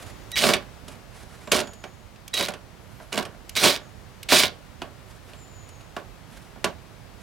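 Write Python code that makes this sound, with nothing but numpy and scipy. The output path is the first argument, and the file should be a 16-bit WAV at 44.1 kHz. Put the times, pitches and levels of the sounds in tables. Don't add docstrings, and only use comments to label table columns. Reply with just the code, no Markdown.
import sys
import numpy as np
from scipy import signal
from scipy.fft import rfft, irfft, next_fast_len
from scipy.io import wavfile
from scipy.ndimage import uniform_filter1d

SR = 44100
rng = np.random.default_rng(int(sys.argv[2]) if len(sys.argv) > 2 else 0)


def dump_mix(stems):
    frames = np.atleast_2d(stems).T
    limited = np.clip(frames, -1, 1)
    pcm = np.round(limited * 32767).astype(np.int16)
    wavfile.write(sys.argv[1], SR, pcm)


N = 318402

# f/Hz, relative level per Hz/dB
AIR_SPECTRUM = [(20, -30), (41, -0.5), (110, 0), (150, -4), (300, -10.5), (640, -12), (900, -14.5),
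                (4000, -25), (12000, -35), (16000, -39)]
# t/s, level/dB relative to AIR_DB
AIR_SWELL = [(0, 5.5), (1.2, 1.5), (2, 0), (4, 1.5), (7.22, 1.5)]
# f/Hz, correlation/1
AIR_CORRELATION = [(60, 0.68), (130, 0.84), (290, 0.21), (1400, 0.52), (15000, 0.13)]
# start t/s, level/dB
BIRD_PHRASES = [(-.17, -64), (1.43, -56), (3.45, -62.5), (5.341, -56)]
# delay t/s, landing pitch f/Hz, relative level/dB, share of the full swoop/1
BIRD_NOTES = [(.005, 7000, -2, 1.1), (.17, 6780, 2, 0.48), (.33, 6570, -6, 0.54)]
# t/s, f/Hz
SQUEAK_PITCH = [(2.8, 10800), (2.9, 11900), (2.98, 12000), (3.06, 10900)]
# t/s, level/dB
SQUEAK_LEVEL = [(2.78, -100), (2.819, -70), (2.95, -78), (2.98, -68), (3.05, -72), (3.08, -100)]
# middle t/s, level/dB, half length t/s
RUSTLES = [(0.013, -44.5, 0.056), (0.093, -45.5, 0.021), (0.922, -49.5, 0.035), (1.191, -49, 0.064),
           (1.334, -50, 0.038), (1.439, -51, 0.058), (2.928, -57, 0.036), (3.025, -57, 0.06),
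           (5.12, -54.5, 0.05), (5.324, -57, 0.11), (6.393, -53, 0.094), (7.22, -52.5, 0.02)]
# f/Hz, relative level per Hz/dB
CLOTH_SPECTRUM = [(300, 4), (1500, 2.5), (5000, -6), (11000, -8), (16000, -27)]
# t/s, nominal peak level/dB
TRIGGER_CLICKS = [(0.307, -36), (0.3157, -19), (2.278, -21), (3.4927, -18), (4.2292, -19.5)]
# f/Hz, relative level per Hz/dB
SWITCH_SPECTRUM = [(880, -31), (1500, -7.5), (2830, 0), (6500, -3), (10000, -5), (13500, -7),
                   (16000, -20.5)]
# start t/s, end t/s, start level/dB, end level/dB,
# odd partials' relative level/dB
WHINE_SPANS = [(0.324, 0.423, -40.5, -37, 1), (2.333, 2.453, -30, -37, -7),
               (3.554, 3.593, -46, -23.5, -13.5)]
# f/Hz, relative level/dB
WHINE_PARTIALS = [(1933, -7), (3866, 0), (5799, -16)]
# start t/s, free run t/s, loaded hold t/s, coast-down t/s,
# free rattle level/dB, loaded rattle level/dB, coast-down rate/(dB per s),
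# loaded panel rumble relative level/dB, brush and fan hiss relative level/dB
DRIVER_BURSTS = [(0.353, 0.078, 0.071, 0.07, -28, -28, 230, 2, -9.5),
                 (1.514, .02, 0.0094, .08, -23, -26, 240, 3, -6),
                 (2.333, 0.071, 0.029, 0.094, -33, -31, 239, 0, -14),
                 (3.117, 0.056, .02, 0.047, -43, -38, 241.5, 8, -15),
                 (3.552, .085, .03, .1, -27.5, -23, 171.5, 0.5, -13),
                 (4.285, 0.046, .07, 0.069, -32, -23.5, 221.5, -6.5, -8.5)]
# f/Hz, width f/Hz, relative level/dB
HOUSING_MODES = [(1560, 470, -22), (2346, 800, 3.5), (3160, 630, -1), (3850, 980, 5.5), (4590, 180, -9),
                 (5050, 120, -15.5)]
# f/Hz, relative level per Hz/dB
BRUSH_SPECTRUM = [(4000, -38.5), (6000, 4), (9000, 13.5), (11600, 2.5), (14500, -17), (16000, -55)]
# t/s, nominal crack peak level/dB, panel thud relative level/dB,
# treble of the crack relative level/dB
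KNOCK_HITS = [(0.364, -27, -10, 6), (0.4379, -4, -4, 0), (0.4888, -5, -4, 3), (0.5355, -1.5, -12, 2),
              (0.8804, -31.5, -2, 14.5), (1.474, -27.5, 1, -10), (1.5175, -3, -7.5, 12),
              (1.561, -12, -7.5, 12), (1.589, -16.5, -4.5, 10.5), (1.601, -13, -11, 6.5),
              (1.672, -28, -6, 0), (1.7326, -37, -3.5, 14), (1.8392, -23.5, -2, -10), (2.159, -38, -14, -3),
              (2.3384, -10.5, -19, 8.5), (2.4084, -9, -19.5, -6.5), (2.4841, -13, -7, 3.5),
              (2.5374, -23, -7, 0), (3.0006, -43, 11, -9), (3.122, -26.5, -2, 2.5), (3.126, -17, -8, 5),
              (3.1385, -23.5, -1.5, 6), (3.1757, -11, -2, 5.5), (3.224, -27.5, -7, 7), (3.2511, -22, -7, 2),
              (3.5642, -22, -16, -0.5), (3.6382, -1, -12, 7), (3.7295, -29, -14, 0), (3.7493, -30, -8, -1),
              (3.76, -33, -5.5, -8), (4.2885, -10, -16.5, 4.5), (4.3209, -5, 2, -3),
              (4.4339, -0.5, -13, -1), (4.8183, -19, -2.5, -11), (5.3333, -33, -7, -8),
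              (5.6886, -41, -10, 15), (5.808, -40, -5, 7), (5.9655, -22.5, 3, -21), (5.995, -40, -12, -13),
              (6.5598, -47.5, 12, -8), (6.6424, -5, -5, 3)]
# f/Hz, relative level per Hz/dB
CRACK_SPECTRUM = [(530, -29), (900, -17), (2760, 5), (3260, 1), (3910, -2), (11600, -13.5), (16000, -57)]
# f/Hz, width f/Hz, relative level/dB
PANEL_MODES = [(96.5, 34, -11), (168.7, 31.5, -5.5), (225.6, 55, -3), (389, 124, -2), (473, 88, -1),
               (601.6, 47.4, 2.5), (757, 130, -5.5), (1000, 130, -6.5), (1114, 68, -3.5), (1490, 410, -10)]
# f/Hz, left minus right level/dB
NEAR_BALANCE = [(60, -10), (110, -24), (200, -18.5), (380, -8.5), (700, -4.5), (1290, -2.5), (2380, -3),
                (4400, -4), (8120, -6.5), (15000, -0.5)]
# f/Hz, left minus right level/dB
FAR_BALANCE = [(60, -23), (110, -18.5), (200, -16.5), (380, -3.5), (700, -0.5), (1290, 5), (2380, 4),
               (4400, 1.0), (8120, 2), (15000, -12)]

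AIR_DB = -48
NOTE_S, SWOOP_HZ, SWOOP_S = .14, 993, .035
TREES_DB, TREES_T60_S = -0.5, 0.94
SWITCH_T60_S, CRACK_T60_S = .022, 0.043
SPIN_UP_S, SPIN_UP_DB = .018, -10
FREE_RUMBLE_DB, BITE_S = -10, .03
PANEL_FALL_DB_PER_S = 159
HISS_RISE_S, HISS_RISE_DB, HISS_COAST = 0.056, -17, 1.6
HALT_DB_PER_S = 902.5
FREE_TILT_DB_PER_OCT, TILT_HZ = 4, 3530
TREBLE_HZ = 5740
YARD_DB, YARD_T60_S, YARD_TOP_HZ, YARD_ALIKE = -13.5, .19, 4820, 0.46
TOP_HZ = 16000
T = np.arange(N) / SR
M = 2 * next_fast_len(N // 2 + SR // 8)
F = np.maximum(np.arange(M // 2 + 1) * SR / M, 1.)


def undb(db):
    return 10 ** (np.asarray(db) / 20)


def unit(x):
    return x / np.sqrt(np.mean(x ** 2))


def along_hz(table):
    hz, value = np.transpose(table)
    return np.interp(np.log(F), np.log(np.maximum(hz, 1)), value)


def along_s(table):
    return np.interp(T, *np.transpose(table))


def apply_response(x, response):
    gain = np.sqrt(np.mean(np.abs(response) ** 2))
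    return irfft(rfft(x, M) * response / gain, M)[:N]


def colour(x, spectrum):
    cepstrum = irfft(np.log(undb(along_hz(spectrum))), M)
    cepstrum[1:M // 2] *= 2
    cepstrum[M // 2 + 1:] = 0
    return apply_response(x, np.exp(rfft(cepstrum)))


def ring(x, modes):
    response = 0
    for k, (hz, width, db) in enumerate(modes):
        response = response + undb(db) * (-1) ** k / (1 + 1j * (F - hz * hz / F) / width)
    return apply_response(x, response)


def walk(rate):
    hold = int(SR / rate)
    steps = np.repeat(rng.standard_normal(N // hold + 1), hold)
    return unit(uniform_filter1d(steps, hold)[:N])


def bursts(s, db, t60, rise_s):
    envelope = np.zeros(N)
    for start, gain in zip(s, undb(db)):
        first = int(start * SR)
        age = np.maximum(T[first:int((start + 1.5 * t60) * SR)] - start, 0)
        envelope[first:first + len(age)] += gain * np.minimum(age / rise_s, 1) * 1000 ** (-age / t60)
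    return envelope * rng.standard_normal(N)


def air():
    alike = np.clip(along_hz(AIR_CORRELATION), 0, .99)
    a, b = (rfft(colour(rng.standard_normal(N), AIR_SPECTRUM), M) for _ in range(2))
    left = alike * a + np.sqrt(1 - alike ** 2) * b
    pair = irfft(np.array([left, a]), M)[:, :N]
    return pair * undb(AIR_DB + along_s(AIR_SWELL))


def bird(burr_hz=80):
    burr, flutter = burr_hz * walk(250), undb(2.2 * walk(70))
    squeak_phase = 2 * np.pi * np.cumsum(along_s(SQUEAK_PITCH) + 3 * burr) / SR
    song = undb(along_s(SQUEAK_LEVEL)) * np.sin(squeak_phase)
    for start, db in BIRD_PHRASES:
        for after, hz, note_db, swoop in BIRD_NOTES:
            at = (T > start + after) & (T < start + after + NOTE_S)
            age = T[at] - start - after
            pitch = hz + SWOOP_HZ * swoop * np.exp(-age / SWOOP_S) + burr[at]
            swell = np.sin(np.pi * age / NOTE_S)
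            song[at] += undb(db + note_db) * swell * np.sin(2 * np.pi * np.cumsum(pitch) / SR)
    song = np.sqrt(2) * flutter * song
    echo = rng.standard_normal(SR // 2) * 1000 ** (-T[:SR // 2] / TREES_T60_S)
    echo = echo / np.sqrt(np.sum(echo ** 2))
    return song + undb(TREES_DB) * signal.fftconvolve(song, echo)[:N]


def rustle():
    cloth = colour(rng.standard_normal(N) * undb(2.6 * walk(83)), CLOTH_SPECTRUM)
    swells = sum(undb(db) * np.exp(-((T - middle) / half) ** 2) for middle, db, half in RUSTLES)
    return unit(cloth) * swells


def trigger(crest_db=6):
    s, db = np.transpose(TRIGGER_CLICKS)
    return colour(bursts(s, db - crest_db, SWITCH_T60_S, 0.0027), SWITCH_SPECTRUM)


def whine():
    out = 0
    for start, end, start_db, end_db, odd_db in WHINE_SPANS:
        level = undb(np.interp(T, [start, end], [start_db, end_db]))
        gate = uniform_filter1d(level * ((T > start) & (T < end)), size=80)
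        for k, (hz, db) in enumerate(WHINE_PARTIALS):
            gain = undb(db + odd_db * (k % 2 == 0))
            out = out + gate * gain * np.sqrt(2) * np.sin(2 * np.pi * hz * T)
    return out * undb(3.5 * walk(200))


def burst_levels():
    levels, load = np.full((3, N), -120.), np.zeros(N)
    for start, free_s, hold_s, coast_s, free_db, load_db, coast, rumble_db, hiss_db in DRIVER_BURSTS:
        at = slice(int(start * SR), int((start + .6) * SR))
        age = T[at] - start
        bite = np.clip((age - free_s) / BITE_S + 1, 0, 1)
        spin_up = SPIN_UP_DB * np.clip(1 - age / SPIN_UP_S, 0, 1)
        running = free_db + (load_db - free_db) * bite + spin_up
        after = np.maximum(age - free_s - hold_s, 0)
        halt = HALT_DB_PER_S * np.maximum(after - coast_s, 0)
        rattle = running - coast * after - halt
        rumble_offset = FREE_RUMBLE_DB + (rumble_db - FREE_RUMBLE_DB) * bite
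        rumble = running + rumble_offset - PANEL_FALL_DB_PER_S * after
        hiss_rise = HISS_RISE_DB * np.clip(1 - age / HISS_RISE_S, 0, 1)
        hiss = running + hiss_db + hiss_rise - HISS_COAST * coast * after - halt
        levels[:, at] = np.maximum(levels[:, at], [rattle, rumble, hiss])
        load[at] = np.maximum(load[at], bite)
    return *levels, load


def gears(teeth_per_s=350, scatter_db=3.0, knock_s=0.0019, grind_db=-9, fan_db=-3, push_s=0.0059):
    rattle_db, rumble_db, hiss_db, load = burst_levels()
    speed = np.clip(1 + (rattle_db + 22) / 25, .15, 1)
    phase = np.cumsum(teeth_per_s * speed * undb(2.0 * walk(300))) / SR
    contacts = np.diff(np.floor(phase), prepend=0) > 0
    teeth = contacts * undb(scatter_db * rng.standard_normal(N)) / np.sqrt(speed)

    def decaying(tau):
        x = signal.lfilter([1], [1, -np.exp(-1 / (tau * SR))], teeth)
        return x / np.sqrt(np.mean(x[rattle_db > -55] ** 2))

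    shocks, pushes = decaying(knock_s), decaying(push_s)
    grinding = (shocks + undb(grind_db)) * rng.standard_normal(N)
    rattle = 0
    for mode in HOUSING_MODES:
        hz, _, db = mode
        tilt_db = FREE_TILT_DB_PER_OCT * np.log2(hz / TILT_HZ) * (1 - load)
        rattle = rattle + undb(db - 8.0 + 3.8 * walk(45) + tilt_db) * ring(grinding, [mode])
    rumble = ring(pushes * rng.standard_normal(N), PANEL_MODES)
    hiss = colour((shocks + undb(fan_db)) * rng.standard_normal(N), BRUSH_SPECTRUM)
    layers = (rattle_db, rattle), (rumble_db, rumble), (hiss_db, hiss)
    return sum(uniform_filter1d(undb(db), size=90) * x for db, x in layers)


def knocks(thud_t60_s=0.17, blow_db=14, crest_db=11, tick_db=3):
    s, db, thud_db, treble_db = np.transpose(KNOCK_HITS)
    onset = (s * SR).astype(int)
    low, high = (signal.butter(2, TREBLE_HZ, kind, fs=SR) for kind in ("low", "high"))
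    body = bursts(s, db - crest_db, CRACK_T60_S, 0.00078)
    treble = bursts(s, db + treble_db - crest_db, CRACK_T60_S, 0.003)
    crack = signal.lfilter(*low, body) + signal.lfilter(*high, treble)
    crack[onset + int(.002 * SR)] += undb(db + tick_db)
    push = bursts(s, db + thud_db - crest_db, thud_t60_s, 0.00095)
    push[onset] += undb(db + thud_db + blow_db)
    return colour(crack, CRACK_SPECTRUM) + ring(push, PANEL_MODES)


def yard(near):
    age = T[:SR // 4]
    shared, left, right = rng.standard_normal((3, len(age)))
    alike = np.clip(YARD_ALIKE, 0, 1)
    echo = np.sqrt(alike) * shared + np.sqrt(1 - alike) * np.array([left, right])
    echo = echo * 1000 ** (-age / YARD_T60_S) * (age > .001)
    echo = signal.lfilter(*signal.butter(2, YARD_TOP_HZ, fs=SR), echo)
    echo = echo * undb(YARD_DB) / np.sqrt(np.sum(echo ** 2, axis=1, keepdims=True))
    return signal.fftconvolve(near[None], echo, axes=1)[:, :N]


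def microphones(pair, balance):
    ratio = undb(along_hz(balance))
    gains = np.array([2 * ratio, 2 + 0 * ratio]) / (1 + ratio)
    return irfft(rfft(pair, M) * gains, M)[:, :N]


def scene():
    near = gears() + knocks() + trigger() + rustle()
    close = near + yard(near) + whine()
    return microphones(close, NEAR_BALANCE) + microphones(air() + bird(), FAR_BALANCE)


def record(dry, ceiling=0.64):
    rounded = ceiling * np.tanh(dry / ceiling)
    return signal.sosfilt(signal.ellip(12, .2, 110, TOP_HZ, fs=SR, output="sos"), rounded)


dry = scene()
out = record(dry)
dump_mix(out)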